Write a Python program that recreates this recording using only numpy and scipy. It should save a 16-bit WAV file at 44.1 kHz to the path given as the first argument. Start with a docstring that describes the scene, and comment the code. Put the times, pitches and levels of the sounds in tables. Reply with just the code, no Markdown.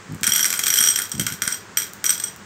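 """A small room, the microphone near a china bowl full of marbles. Marbles tick faintly in the hand,
then a handful falls in: a dense rattle, each blow a glass click, a knock of the pile and a short ring
of the loaded bowl. After a second it thins out to single clinks, and two late taps on the bare wall
ring on thinly. Soft low bumps of handling reach the microphone through the first second and a half;
the room's steady hush lies under it all."""
import sys
import numpy as np
from scipy import signal
from scipy.fft import rfft, irfft
from scipy.io import wavfile

SR = 44100
rng = np.random.default_rng(int(sys.argv[2]) if len(sys.argv) > 2 else 0)


def log_audio(samples):
    """Write samples as a 16-bit WAV file to the path given in sys.argv[1]."""
    # one column per channel
    frames = np.atleast_2d(samples).T
    # limit to full scale, then quantise
    limited = np.clip(frames, -1, 1)
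    pcm = np.round(limited * 32767).astype(np.int16)
    wavfile.write(sys.argv[1], SR, pcm)


N = 108045

# Room tone (frequency [Hz], relative level [dB])
HUSH_SPECTRUM = [(20, -34), (45, -14), (75, -8), (105, 3.5), (140, -5.5), (200, 4), (265, -6), (420, -3.5),
                 (650, -10.5), (1000, -6.5), (1560, -4.5), (2700, -13.5), (4000, -18.5), (7500, -15.5),
                 (9000, -23), (10200, -39), (16000, -33)]
# Decay of the small room (frequency [Hz], t60 [s])
ROOM_T60 = [(100, 0.33), (1500, 0.22), (3200, 0.29), (6000, 0.22), (8500, 0.17), (14000, 0.22)]
# Colour of its tail (frequency [Hz], relative level [dB])
ROOM_SPECTRUM = [(100, -23), (700, 8.5), (1500, 0.5), (3200, -2.5), (6000, 0.5), (9000, -2.5),
                 (14000, -0.5)]
# Bumps of handling and of the bowl on the table (time [s], length [s], level [dB], dulled above [Hz])
BUMPS = [(0.085, 0.086, -32, 301), (0.206, 0.041, -36.5, 297), (0.27, 0.034, -36, 298),
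         (0.8, .012, -37.5, 600), (1.132, 0.061, -33.5, 249), (1.18, 0.044, -27.5, 1200),
         (1.209, 0.08, -36.5, 199), (1.305, 0.045, -36.5, 300), (1.418, 0.025, -43, 90),
         (1.47, 0.009, -32.5, 710)]
# Their colour at the microphone (frequency [Hz], relative level [dB])
BUMP_SPECTRUM = [(25, -35), (60, -3.5), (110, 4), (200, 5.5), (300, -1.5), (600, -21.5), (900, -29),
                 (2500, -41)]
# Modes of one hollow handling knock (frequency [Hz], level [dB], t60 [s])
HOLLOW_MODES = [(400, -28.5, 0.042), (566, -34, 0.057)]
# Light touches of marble on marble (time [s], level [dB])
TICKS = [(0.122, -43), (0.147, -38.5), (0.211, -37.5), (1.066, -41), (1.095, -34), (1.9347, -31.5),
         (2.362, -38)]
# Their thin colour (frequency [Hz], relative level [dB])
TICK_SPECTRUM = [(1500, -22), (5000, -7.5), (8500, 3), (10000, -16), (13500, -1.5), (16000, -3.5)]
# Taps on the bare wall of the bowl (time [s], level [dB])
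WALL_TAPS = [(.7864, -24), (2.1995, -39), (2.2378, -29)]
# Modes of that wall (frequency [Hz], relative level [dB], t60 [s])
WALL_MODES = [(10700, -13, 0.15), (13460, -2, .08)]
# Square hits of marble on marble (time [s], level [dB])
PINGS = [(.2322, -16.5), (.2761, -9), (.4436, -13), (.8058, -9), (.8385, -13), (.9882, -12), (1.4766, -13)]
# Glass on glass (frequency [Hz], relative level [dB])
CLICK_SPECTRUM = [(800, -33), (2350, -6.5), (2750, -8.5), (3300, -6), (4700, -6), (5200, -2), (6600, -3.5),
                  (7600, 3), (8400, -2), (9050, -2), (9650, -18.5), (10500, -25), (11800, -13), (13200, -7),
                  (15600, -13)]
# Knock of the pile and the table under it (frequency [Hz], relative level [dB])
KNOCK_SPECTRUM = [(50, -28), (170, -15.5), (330, -11), (650, -24.5), (1050, -16), (1500, 3.5), (1900, -1.5),
                  (2400, -1.5), (2720, -13), (5000, -21)]
# Bowl modes, damped by the load of marbles; their balance drifts as the landing spot moves
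# (frequency [Hz], relative level [dB], t60 [s], drift [dB/s])
BOWL_MODES = [(3172, -8, 0.02, -2.5), (3244, -9.5, 0.021, -1), (5713, -1, .022, -1),
              (5820, -13, 0.017, 10.5), (6130, -12.5, 0.021, 0.5), (8298, -2, 0.024, 3.5),
              (10790, -20, 0.02, 3.5), (11290, -11.5, 0.023, 0), (11990, -21, .03, 3),
              (12160, -16, .023, 3), (13160, -19, .022, 2), (13370, -18, .026, 3), (14160, -12.5, 0.024, 5),
              (14140, -14, 0.021, 4.5)]
# Borders between the bowl's mode groups (low to middle [Hz], middle to top [Hz])
MODE_GROUP_HZ = [7000, 9500]
# The bowl radiates its top modes widely into the room (frequency [Hz], level against the clicks [dB])
BOWL_RADIATION = [(3200, -2), (8300, -1.5), (11000, 3)]
# Marbles landing; the spot decides which bowl modes ring. Levels are relative.
# (time [s], click [dB], knock [dB], low modes [dB], middle mode [dB], top modes [dB])
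BLOWS = [(0.2323, -14, -19, -50, -50, -47), (0.2404, -30, -18.5, -20, -20, -22),
         (0.2671, -30, -29, -16, -12, -11), (0.2756, -14.5, -19, -31, -36, -36),
         (0.2925, -29, -43, -22, -21, -20), (0.3198, -22, -24, -13, -14.5, -14.5),
         (0.3351, -23, -26, -22, -17, -13), (0.352, -16, -29, -23, -20, -21),
         (0.3592, -27, -20.5, -14.5, -16.5, -11.5), (0.3785, -22, -49, -23, -18, -16),
         (0.3934, -14.5, -22, -24, -30, -29), (0.4062, -40, -35, -18, -19, -13),
         (0.4285, -31, -32, -15.5, -19, -15), (0.4437, -16, -18.5, -31, -29, -29),
         (0.4539, -17, -22.5, -18, -32, -33), (0.4596, -23, -42, -40, -17, -13.5),
         (0.5034, -18.5, -25.5, -21, -20, -16), (0.5273, -15.5, -23.5, -37, -34, -28),
         (0.538, -29, -25.5, -24.5, -24, -19), (0.574, -38, -37, -31, -23, -29),
         (0.5919, -13.5, -20, -18.5, -21, -18), (0.6367, -16, -27.5, -19.5, -42, -19.5),
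         (0.6596, -22, -27, -23.5, -28, -23), (0.667, -12.5, -19, -27, -17, -20),
         (0.68, -18, -48, -20, -18, -14), (0.7028, -14.5, -25, -15, -22, -14),
         (0.727, -26, -25, -22, -45, -15.5), (0.7382, -15, -27.5, -20, -15, -13.5),
         (.757, -20, -29, -23, -20, -18), (0.7711, -15.5, -20.5, -23, -19, -20),
         (0.7773, -31, -36, -15, -22, -18), (0.7859, -17, -25.5, -11.5, -17, -15),
         (0.8053, -19, -25, -21, -15, -25), (0.8104, -34, -19.5, -26, -15, -13),
         (0.8256, -17, -29, -14, -20, -17), (0.838, -14, -24.5, -14.5, -20, -31),
         (0.8482, -33, -44, -16, -17.5, -26), (0.8596, -33, -28, -16.5, -16, -19),
         (0.8731, -15.5, -23, -13.5, -18, -19), (0.8864, -26, -31, -13, -14, -17.5),
         (0.9031, -30, -39, -44, -14.5, -25), (0.9136, -30, -33, -30, -16.5, -40),
         (0.959, -16.5, -22.5, -17, -35, -16.5), (0.9766, -35, -32, -28, -22, -36),
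         (0.9881, -20.5, -20.5, -48, -22, -26), (1.0182, -20.5, -31, -24, -22.5, -24.5),
         (1.1168, -24, -38, -26, -22, -30), (1.179, -34, -59, -38, -35, -44),
         (1.1962, -16, -24, -19.5, -18, -16.5), (1.266, -16.5, -17.5, -21, -23, -21),
         (1.322, -24.5, -50, -28.5, -30, -29), (1.4196, -18, -19.5, -19, -22.5, -17.5),
         (1.4715, -43, -57, -38, -27, -37), (1.4769, -15.5, -19.5, -21, -24, -33),
         (1.5235, -26, -51, -21.5, -20, -28), (1.543, -30, -34, -51, -42, -35),
         (1.7716, -20.5, -20, -14.5, -18.5, -14), (1.783, -22, -47, -23, -21, -29),
         (1.8201, -23.5, -35, -41, -34, -46), (2.0417, -16, -18, -21.5, -28, -24),
         (2.0552, -25, -51, -24, -29, -24), (2.0626, -20, -45, -16, -18.5, -23),
         (2.0932, -17, -21, -20, -17, -24), (2.1042, -16, -27.5, -19.5, -22, -19.5),
         (2.118, -36, -37, -39, -41, -33), (2.152, -32, -40, -50, -41, -44),
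         (2.1776, -28.5, -37, -34, -28.5, -42), (2.1994, -23, -35, -28, -28, -34),
         (2.2376, -26.5, -33.5, -22, -20.5, -37), (2.287, -43, -44, -38, -54, -54)]

CLICK_RISE_S, RING_RISE_S, DETUNE_HZ = 0.0001, 0.00089, 22
SETTLED_S, STIFFEN_HZ_PER_S = 0.98, 23  # the modes creep up once the main pour has landed


def amp(db):
    """Decibels to gain."""
    return 10 ** (np.asarray(db) / 20)


def unit(x):
    """Scales to rms 1."""
    return x / np.sqrt(np.mean(x ** 2) + 1e-20)


def read(points, hz):
    """Reads a table on a log-frequency axis."""
    f, value = np.transpose(points)
    return np.interp(np.log(hz + 1), np.log(f + 1), value)


def add(mix, s, sound):
    """Mixes a sound in at time s."""
    part = mix[max(round(s * SR), 0):][:len(sound)]
    part += sound[:len(part)]


def equalise(x, points):
    """Applies a table of gains in dB to a full-length track."""
    return irfft(rfft(x) * amp(read(points, np.fft.rfftfreq(N, 1 / SR))), N)


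def colour(x, points, size=4096):
    """Causal filter of unit energy with the given spectrum."""
    log_gain = np.log(amp(read(points, abs(np.fft.fftfreq(size, 1 / SR)))))
    taps = np.fft.ifft(np.exp(np.conj(signal.hilbert(log_gain)))).real[:size // 2]
    return signal.oaconvolve(x, taps / np.linalg.norm(taps))[:len(x)]


def strike_envelope(t, rise, t60):
    """A quick rise and an exponential fade."""
    return (1 - np.exp(-t / rise)) * amp(-60 * t / t60)


def burst(db, t60, rise=CLICK_RISE_S, size=2048, ripple_db=1.93, ripple_hz=616):
    """A contact scattering through the pile: a few ms of noise, coloured differently by every path."""
    envelope = strike_envelope(np.arange(size) / SR, rise, t60)
    spectrum = rfft(rng.standard_normal(size) * envelope)
    flat = spectrum / (abs(spectrum) + 1e-12)
    hz = np.fft.rfftfreq(size, 1 / SR)
    peaks_db = ripple_db * np.interp(hz / ripple_hz, np.arange(size), rng.standard_normal(size))
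    x = irfft(amp(peaks_db) * flat, size) * np.sqrt(envelope)
    return amp(db) * x / np.linalg.norm(x) * np.sqrt(0.004 * SR)  # the energy of 4 ms at this level


def chime(modes, size=8192):
    """Freely dying modes after one tap."""
    t = np.arange(size) / SR
    return sum(amp(db) * strike_envelope(t, RING_RISE_S, t60) * np.sin(2 * np.pi * (hz * t + rng.random()))
               for hz, db, t60 in modes)


def room_tone(db=-42.5):
    """The steady hush of the room."""
    return amp(db) * unit(equalise(rng.standard_normal(N), HUSH_SPECTRUM))


def room_echo(x, db=-5, delay_s=0.0043, build_s=0.0037, size=24000):
    """Near walls return a diffuse tail, each band dying at its own speed."""
    hz, t, bands = signal.stft(rng.standard_normal(size), SR, nperseg=256)
    fade = amp(-60 * t / read(ROOM_T60, hz)[:, None])
    bands = bands * amp(read(ROOM_SPECTRUM, hz))[:, None] * fade
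    tail = signal.istft(bands, SR, nperseg=256)[1][:size]
    tail *= np.clip((np.arange(size) / SR - delay_s) / build_s, 0, 1)
    return amp(db) * signal.fftconvolve(x, tail / np.linalg.norm(tail))[:N]


def handling(hollow_s=1.192, slips_per_s=100, jitter=0.32, count=16, size=8192):
    """Bumps that reach the microphone: short runs of dull pulses and one hollow knock."""
    out = np.zeros(N)
    add(out, hollow_s, chime(HOLLOW_MODES))
    for s, length, db, dull_hz in BUMPS:
        slip_s = (np.arange(count) + 0.5 + jitter * rng.uniform(-1.36, 1, count)) / slips_per_s
        arch = np.sqrt(abs(np.sin(np.pi * np.minimum(slip_s / length, 1))))
        slips = np.zeros(size)
        slips[np.clip(slip_s * SR, 0, size - 1).astype(int)] = -arch * rng.uniform(0.7, 1, count)
        bump = signal.lfilter(*signal.butter(1, dull_hz, fs=SR), colour(slips, BUMP_SPECTRUM))
        add(out, s, amp(db) * unit(bump) * np.sqrt(length * SR / size))
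    return out


def hand_ticks():
    """Marbles touch lightly in the hand and leave the bowl silent."""
    out = np.zeros(N)
    for s, db in TICKS:
        add(out, s, burst(db, t60=0.012))
    return colour(out, TICK_SPECTRUM)


def pile_chatter(count=12, span_s=0.11, below_db=15.5, fade_db_per_s=176, scatter_db=2.5, knock_db=-8):
    """Tiny clicks and knocks spread through the pile as it settles after each blow."""
    out = np.zeros(N)
    for s, *levels in BLOWS:
        for wait in span_s * (np.arange(count) + rng.random(count)) / count:
            db = max(levels) - below_db - fade_db_per_s * wait + scatter_db * rng.standard_normal()
            add(out, s + wait, burst(db, t60=0.0055, size=1024))
    return colour(out, CLICK_SPECTRUM) + amp(knock_db) * colour(out, KNOCK_SPECTRUM)


def wall_taps():
    """Marbles that touch the bowl's bare wall leave a thin, longer ring."""
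    out = np.zeros(N)
    for s, db in WALL_TAPS:
        add(out, s, amp(db) * chime(WALL_MODES))
    return out


def glass_pings(pitch_hz=8990, size=1024):
    """A square hit of marble on marble adds a short, high ping."""
    t, out = np.arange(size) / SR, np.zeros(N)
    envelope = strike_envelope(t, rise=0.0004, t60=0.011)
    for s, db in PINGS:
        hz = pitch_hz + DETUNE_HZ * rng.standard_normal()
        add(out, s, 2 * amp(db) * envelope * np.sin(2 * np.pi * hz * t))
    return out


def bowl_ring(s, group_db, scatter_db=1.6, choke=1.45, size=2048):
    """The bowl's modes swell and are choked by the marbles, a little differently with every blow."""
    t = np.arange(size) / SR
    hz, db, t60, drift = np.transpose(BOWL_MODES)
    detune, scatter = rng.standard_normal((2, len(hz)))
    spot_db = np.take(group_db, np.digitize(hz, MODE_GROUP_HZ)) + drift * (s - SETTLED_S)
    gain = amp(db + spot_db + scatter_db * scatter)
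    pitch_hz = hz + DETUNE_HZ * detune + STIFFEN_HZ_PER_S * max(s - SETTLED_S, 0)
    turns = np.outer(pitch_hz, t) + rng.random((len(hz), 1))
    fade = amp(-60 * (t / t60[:, None]) ** choke)  # choke above 1: the ring dies faster and faster
    swell = 1 - np.exp(-t / RING_RISE_S)
    return 2 * swell * (gain @ (np.sin(2 * np.pi * turns) * fade))


def collisions(count=3, wait_s=0.012, span_s=0.05, below_db=11.5, fade_db_per_s=110, scatter_db=2.5):
    """Time and levels of every blow, then of the weaker knocks among the neighbours it jostles."""
    for s, *levels in BLOWS:
        levels = np.array(levels)
        yield s, levels
        for wait in wait_s + span_s * rng.random(count):
            scatter = scatter_db * rng.standard_normal(len(levels))
            yield s + wait, levels - below_db - fade_db_per_s * wait + scatter


def falling_marbles():
    """Each collision clicks, knocks the pile and rings the bowl; returns contact noise and ring."""
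    clicks, knocks, rings = np.zeros((3, N))
    for s, (click_db, knock_db, *group_db) in collisions():
        add(clicks, s, burst(click_db - 2.5, t60=0.018))
        add(knocks, s, burst(knock_db - 2, t60=0.02, rise=0.00014))
        add(rings, s, bowl_ring(s, group_db))
    return colour(clicks, CLICK_SPECTRUM) + colour(knocks, KNOCK_SPECTRUM), rings


def scene():
    """At one microphone: marbles and bowl direct, the room's echo, handling and room tone."""
    contacts, rings = falling_marbles()
    contacts = contacts + pile_chatter() + glass_pings() + hand_ticks()
    rings = rings + wall_taps()
    echo = room_echo(contacts + equalise(rings, BOWL_RADIATION))
    return (contacts + rings + echo + handling() + room_tone())[None]


def record(dry):
    """The recorder overloads softly on the highest peaks, then limits the band."""
    ceiling, edge_hz = 1.3, 15800
    rounded = ceiling * np.tanh(dry / ceiling)
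    lowpass = signal.firwin(255, edge_hz, window=("kaiser", 8), fs=SR)
    return signal.oaconvolve(rounded, lowpass[None], "same")


dry = scene()
out = record(dry)
log_audio(out)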